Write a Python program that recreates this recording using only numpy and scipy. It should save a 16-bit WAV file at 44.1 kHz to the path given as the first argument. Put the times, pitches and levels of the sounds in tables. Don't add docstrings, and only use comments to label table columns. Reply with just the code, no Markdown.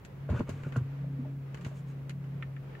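import sys
import numpy as np
from scipy import signal
from scipy.fft import rfft, irfft
from scipy.io import wavfile
from scipy.ndimage import uniform_filter1d

SR = 44100
rng = np.random.default_rng(int(sys.argv[2]) if len(sys.argv) > 2 else 0)


def transcribe(signal):
    frames = np.atleast_2d(signal).T
    limited = np.clip(frames, -1, 1)
    pcm = np.round(limited * 32767).astype(np.int16)
    wavfile.write(sys.argv[1], SR, pcm)


N = 123479
T = np.arange(N) / SR
HZ = np.maximum(np.fft.rfftfreq(N, 1 / SR), 1)


# (t/s, level/dB, f/Hz, t60/s)
LID_THUDS = [(0.3, -15, 80, 0.15), (0.324, -23, 119.1, 0.32), (0.392, -25, 233, .055),
             (0.405, -30, 99.4, 0.14), (0.496, -34, 99, 0.53), (0.661, -24, 146.8, 0.098),
             (0.7647, -16, 140, 0.045), (0.7722, -13, 130, 0.11), (0.81, -23, 106.3, 0.11),
             (1.664, -15, 127, 0.031)]
# (t/s, lid level/dB, phone level/dB, hardness/dB per octave)
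LID_KNOCKS = [(0.2894, -32, -44.5, 17.5), (.303, -30.5, -42, -16), (.308, -36, -48, -2),
              (.32, -28, -46, -7), (0.329, -26, -52, -2.5), (0.346, -46, -41.5, 2), (0.362, -34.5, -50, -1),
              (.395, -33, -52, 6.5), (.404, -22.5, -33, -3), (.489, -30, -44.5, 0.5),
              (0.664, -35, -59, 3.5), (0.7593, -36, -34, 23.5), (0.7638, -29.5, -63, -1.5),
              (0.7713, -57, -49, 31), (0.784, -54, -49, 26), (1.663, -38.5, -46, 2)]
# (f/Hz, level/dB, t60/s)
LID_MODES = [(176, 5, 0.024), (255, 0.5, 0.051), (358, -8.5, 0.053), (449, -0.5, 0.019), (572, -7.5, 0.023),
             (707, -14.5, 0.02)]
# (f/Hz, level/dB, t60/s)
PHONE_MODES = [(685, 10, 0.009), (990, 2, 0.019), (1122, -1.5, 0.034), (1240, -11, 0.039),
               (1408, -8, 0.034), (1530, -8.5, 0.031), (1940, -35, 0.037), (2740, -31.5, 0.0082)]

def phone_on_lid():
    thuds, knocks = np.zeros((2, N))
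    for start, db, hz, t60 in LID_THUDS:
        add(thuds, start, soft_blow(db, hz, t60, rise_s=0.0042))
    for start, lid_db, phone_db, hardness in LID_KNOCKS:
        hollow = undb(lid_db) * ring(LID_MODES, scatter=0.055, tilt_db=hardness)
        clack = undb(phone_db) * ring(PHONE_MODES, scatter=0.008, tilt_db=hardness)
        add(knocks, start, hollow + clack)
    low_cut = signal.butter(2, 55, "high", fs=SR, output="sos")
    return signal.sosfilt(low_cut, thuds) + cabin(knocks)


# (t/s, length/s, level/dB, tilt/dB per octave)
SLIDE_STROKES = [(0.291, 0.1, -48, 2.5), (0.348, 0.048, -51.5, 6), (0.477, 0.034, -47.5, 4),
                 (0.516, 0.19, -60.5, 7), (0.656, 0.03, -62.5, 6), (0.722, 0.083, -57.5, 5.5),
                 (1.552, 0.22, -63.5, 5.5), (1.749, 0.056, -67.5, 13.5), (1.875, 0.045, -65.5, 10)]
# (f/Hz, level/dB)
RUB_SPECTRUM = [(150, -12), (450, 15.5), (750, 2), (1050, 6.5), (1250, 1.5), (1550, -1), (1800, -6.5),
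                (2700, -11.5), (3800, -24), (5400, -34), (7000, -30.5), (8200, -38.5), (16000, -55)]

def slides(grains_per_s=2500):
    out = np.zeros(N)
    for start, length, db, tilt_db in SLIDE_STROKES:
        grains = (rng.random(N) < grains_per_s / SR) * rng.choice([-1, 1], N)
        sizes = undb(-3 * np.minimum(rng.exponential(size=N), 4))
        pressure = press(start, length, edge_s=0.03)
        out += undb(db) * pressure * unit(colour(grains * sizes, RUB_SPECTRUM, tilt_db))
    return cabin(out)


# (t/s, length/s, level/dB, tilt/dB per octave)
CATCHES = [(0.333, 0.047, -52, -17), (0.595, 0.014, -60, 2), (0.641, 0.031, -56.5, 5.5),
           (0.733, .022, -58.5, -13)]
# (f/Hz, level/dB, t60/s)
CATCH_MODES = [(1260, -12, 0.016), (1485, 0, 0.031), (1600, -15, .015), (2580, -11, .015)]

def rasps(slips_per_s=360):
    out = np.zeros(N)
    for start, length, db, tilt_db in CATCHES:
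        jitter, size_db = rng.standard_normal((100, 2)).T
        slip_samples = np.cumsum(np.exp(.4 * jitter)) * SR / slips_per_s
        slips = np.zeros(N)
        slips[slip_samples.astype(int) % N] = undb(size_db)
        body = ring(CATCH_MODES, scatter=0.042, tilt_db=tilt_db)
        rasp = signal.fftconvolve(slips * press(0, length, edge_s=0.0085), body)[:N]
        rms = np.sqrt(np.sum(rasp ** 2) / (length * SR))
        add(out, start, undb(db) * rasp / rms)
    return cabin(out)


# (t/s, level/dB, tilt/dB per octave, t60/s)
CASE_CLICKS = [(0.0496, -47, 2, 0.067), (0.3, -42, -3, 0.27), (0.394, -41.5, -3.5, 0.17),
               (.493, -45, 2, 0.12), (0.6349, -41, -5, 0.04), (0.7229, -39, -6, 0.067),
               (0.765, -49.5, 6.5, 0.06), (1.5448, -41, -2, 0.057), (1.572, -47.5, -3, 0.11),
               (1.611, -54, 1, 0.13), (1.6482, -39, -1.5, 0.086), (1.665, -54, 4.5, 0.18),
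               (2.095, -40.5, -0.5, 0.029), (2.104, -44.5, -1, 0.065), (2.2405, -50.5, -5.5, 0.1)]
# (f/Hz, level/dB)
CLICK_SPECTRUM = [(300, 4), (900, -9), (1500, 3), (2700, -1), (3700, -8), (4600, -7.5), (5400, -14),
                  (6300, -8.5), (7300, -9), (8200, -17), (11000, -21.5), (16000, -30.5)]
# (f/Hz, level/dB, t60/s)
PLASTIC_MODES = [(2150, -8, 0.043), (2640, -6, 0.09), (2930, 2, 0.03)]

def case_clicks():
    out = np.zeros((2, N))
    for start, db, tilt_db, t60 in CASE_CLICKS:
        click = crack(CLICK_SPECTRUM, t60, tilt_db)
        ringing = undb(-15.5) * ring(PLASTIC_MODES, scatter=0.029)
        add(out, start, undb(db) * (click + ringing))
    return out


# (t/s, level/dB)
THUMB_TAPS = [(2.4247, -40), (2.5641, -50.5), (2.751, -48)]
# (f/Hz, level/dB)
TAP_SPECTRUM = [(600, -44), (1000, -10), (1300, 3.5), (1850, 9), (2700, 2), (3600, -9), (5000, -30),
                (7000, -25.5), (12000, -55)]
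# (f/Hz, level/dB, t60/s)
TAP_RING = [(1798, 4, 0.06), (2110, -6, 0.041), (1300, -3, 0.039)]

def thumb_taps():
    out = np.zeros((2, N))
    for start, db in THUMB_TAPS:
        snap = undb(1) * crack(TAP_SPECTRUM, t60=.05)
        add(out, start, undb(db) * (snap + ring(TAP_RING, scatter=0.0071)))
    return out


# (t/s, crankshaft f/Hz, level/dB)
ENGINE_RUN = [(0, 34.3, -71), (.12, 34.4, -52.5), (.26, 34.45, -41.5), (0.601, 34.6, -43),
              (0.901, 34.5, -39.5), (1.198, 34.3, -38.5), (1.549, 34.15, -45.5), (1.9, 34.2, -42),
              (2.35, 34.15, -41), (2.6, 34.05, -45.5), (2.8, 34.1, -48.5)]
# (multiple of the crankshaft rate, relative level/dB, flutter/dB)
ENGINE_ORDERS = [(4, 2.5, 0.8), (5, -13.5, 6), (7, -22, 5), (12, -29.5, 2.5), (14, -35.5, 3)]
# (t/s, relative level/dB)
FIRING_OCTAVE = [(0, -26), (.8, -17), (1.25, -13.5), (1.45, -15), (1.7, -22), (2.8, -25)]

def engine():
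    times, crank_hz, load_db = np.array(ENGINE_RUN).T
    crank_angle = 2 * np.pi * np.cumsum(np.interp(T, times, crank_hz)) / SR
    drone = np.zeros(N)
    for order, db, flutter in ENGINE_ORDERS:
        gain = undb(db + flutter * walk(12))
        phase = 0.31 * flutter * walk(16) + rng.uniform(0, 2 * np.pi)
        drone += gain * np.sin(round(order) * crank_angle + phase)
    octave_db = np.interp(T, *np.array(FIRING_OCTAVE).T) + 2 * walk(15)
    drone += undb(octave_db) * np.sin(8 * crank_angle + .75 * walk(20))
    return np.sqrt(2) * drone * undb(np.interp(T, times, load_db)) * pan(left_db=.5)


# (f/Hz, level/dB)
RUMBLE_SPECTRUM = [(20, -24), (40, -2), (65, 9.5), (78, -5.5), (100, 6.5), (160, 5.5), (250, -5), (330, -7),
                   (450, -45)]
# (f/Hz, level/dB)
TYRE_SPECTRUM = [(150, -58), (190, -38.5), (330, -0.5), (494, -1), (702, -8.5), (1040, -11), (1550, -14),
                 (2350, -17.5), (3480, -26.5), (7400, -41.5), (9620, -76), (16300, -130)]
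# (t/s, level/dB)
TYRE_LEVEL = [(0, -55), (.2, -56), (1.55, -56.5), (2.3, -57), (2.8, -56.5)]

def road():
    rumble = undb(-50.5) * unit(colour(diffuse(), RUMBLE_SPECTRUM))
    tyres = unit(colour(diffuse(), TYRE_SPECTRUM))
    tyre_db = np.interp(T, *np.array(TYRE_LEVEL).T) + 1.5 * walk(15)
    return rumble + undb(tyre_db) * tyres


# (t/s, level/dB, f/Hz, t60/s)
CABIN_BUMPS = [(1.043, -34, 554, 0.022), (1.19, -32.5, 246, 0.11), (1.247, -45.5, 853, 0.055),
               (1.253, -45, 597, 0.11), (1.714, -41.5, 594, 0.043)]

def bumps():
    out = np.zeros(N)
    for start, db, hz, t60 in CABIN_BUMPS:
        add(out, start, soft_blow(db, hz, t60, rise_s=0.0013))
    return cabin(out)


def cabin(x):
    tail = diffuse(width_hz=300) * fade(t60=0.074) * (T > .002)
    tail /= np.sqrt(np.sum(tail ** 2) / 2)
    return x + undb(-4) * signal.fftconvolve(np.atleast_2d(x), tail, axes=1)[:, :N]


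def soft_blow(db, hz, t60, rise_s):
    return undb(db) * (1 - np.exp(-T / rise_s)) * fade(t60) * np.sin(2 * np.pi * hz * T)


def ring(modes, scatter, tilt_db=0, contact_s=0.00078):
    t, out = T[:SR // 3], np.zeros(N)
    for k, (hz, db, t60) in enumerate(modes):
        detune = 1 + scatter * rng.standard_normal()
        envelope = undb(db + tilt_db * np.log2(hz) - 60 * t / t60)
        out[:len(t)] += (-1) ** k * envelope * np.sin(2 * np.pi * hz * detune * t)
    return burst(out * np.tanh(T / contact_s) ** 2)


def crack(spectrum, t60, tilt_db=0, snap_share=0.2, rise_s=0.00032):
    snap = diffuse() * fade(t60=.005)
    tail = diffuse() * fade(t60) * (1 - np.exp(-T / rise_s))
    noise = np.sqrt(snap_share) * unit(snap) + np.sqrt(1 - snap_share) * unit(tail)
    return burst(colour(noise, spectrum, tilt_db))


def press(start, length, edge_s):
    return np.clip(np.minimum(T - start, start + length - T) / edge_s + .5, 0, 1)


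def diffuse(width_hz=680, bass_width=0.15):
    mid, side = rng.standard_normal((2, N))
    width = np.hypot(HZ, bass_width * width_hz) / np.hypot(HZ, width_hz)
    side = irfft(rfft(side) * width, N)
    return np.array([mid + side, mid - side])


def colour(x, spectrum, tilt_db=0):
    hz, db = np.array(spectrum).T
    octaves = np.log2(np.clip(HZ, 500, 7160) / 1000)
    gain = undb(np.interp(np.log(HZ), np.log(hz), db) + tilt_db * octaves)
    cepstrum = irfft(np.log(gain), N)
    cepstrum[1:N // 2] *= 2
    cepstrum[N // 2:] = 0
    return irfft(rfft(x) * np.exp(rfft(cepstrum)), N)


def walk(rate_hz):
    hold = int(SR / rate_hz)
    steps = rng.standard_normal(500)[np.arange(N) // hold]
    return 1.3 * uniform_filter1d(uniform_filter1d(steps, hold), hold)


def fade(t60):
    return np.exp(-np.minimum(np.log(1000) * T / t60, 100))


def burst(x):
    return x / np.sqrt(2 * np.mean(x[..., :SR // 200] ** 2))


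def unit(x):
    return x / np.sqrt(np.mean(x ** 2))


def undb(db):
    return 10 ** (np.asarray(db) / 20)


def pan(left_db):
    return undb(np.array([[left_db], [-left_db]]) / 2)


def add(out, start, x):
    i = max(int(start * SR), 0)
    out[..., i:] += x[..., :N - i]


def scene():
    handling = (slides() + rasps() + case_clicks()) * pan(left_db=1)
    return phone_on_lid() + handling + thumb_taps() + engine() + road() + bumps()


# (f/Hz, level/dB)
MIC_HISS = [(3000, -2.5), (7400, -0.5), (8200, -10), (11000, -0.5), (13000, 2.5), (15500, 4)]

def record(dry):
    opening = undb(-0.5 * np.exp(-T / 0.93))
    hiss = undb(-74.5) * unit(colour(rng.standard_normal((2, N)), MIC_HISS))
    high_cut = signal.ellip(10, .2, 80, 15750, fs=SR, output="sos")
    return signal.sosfilt(high_cut, dry * opening + hiss)


dry = scene()
out = record(dry)
transcribe(out)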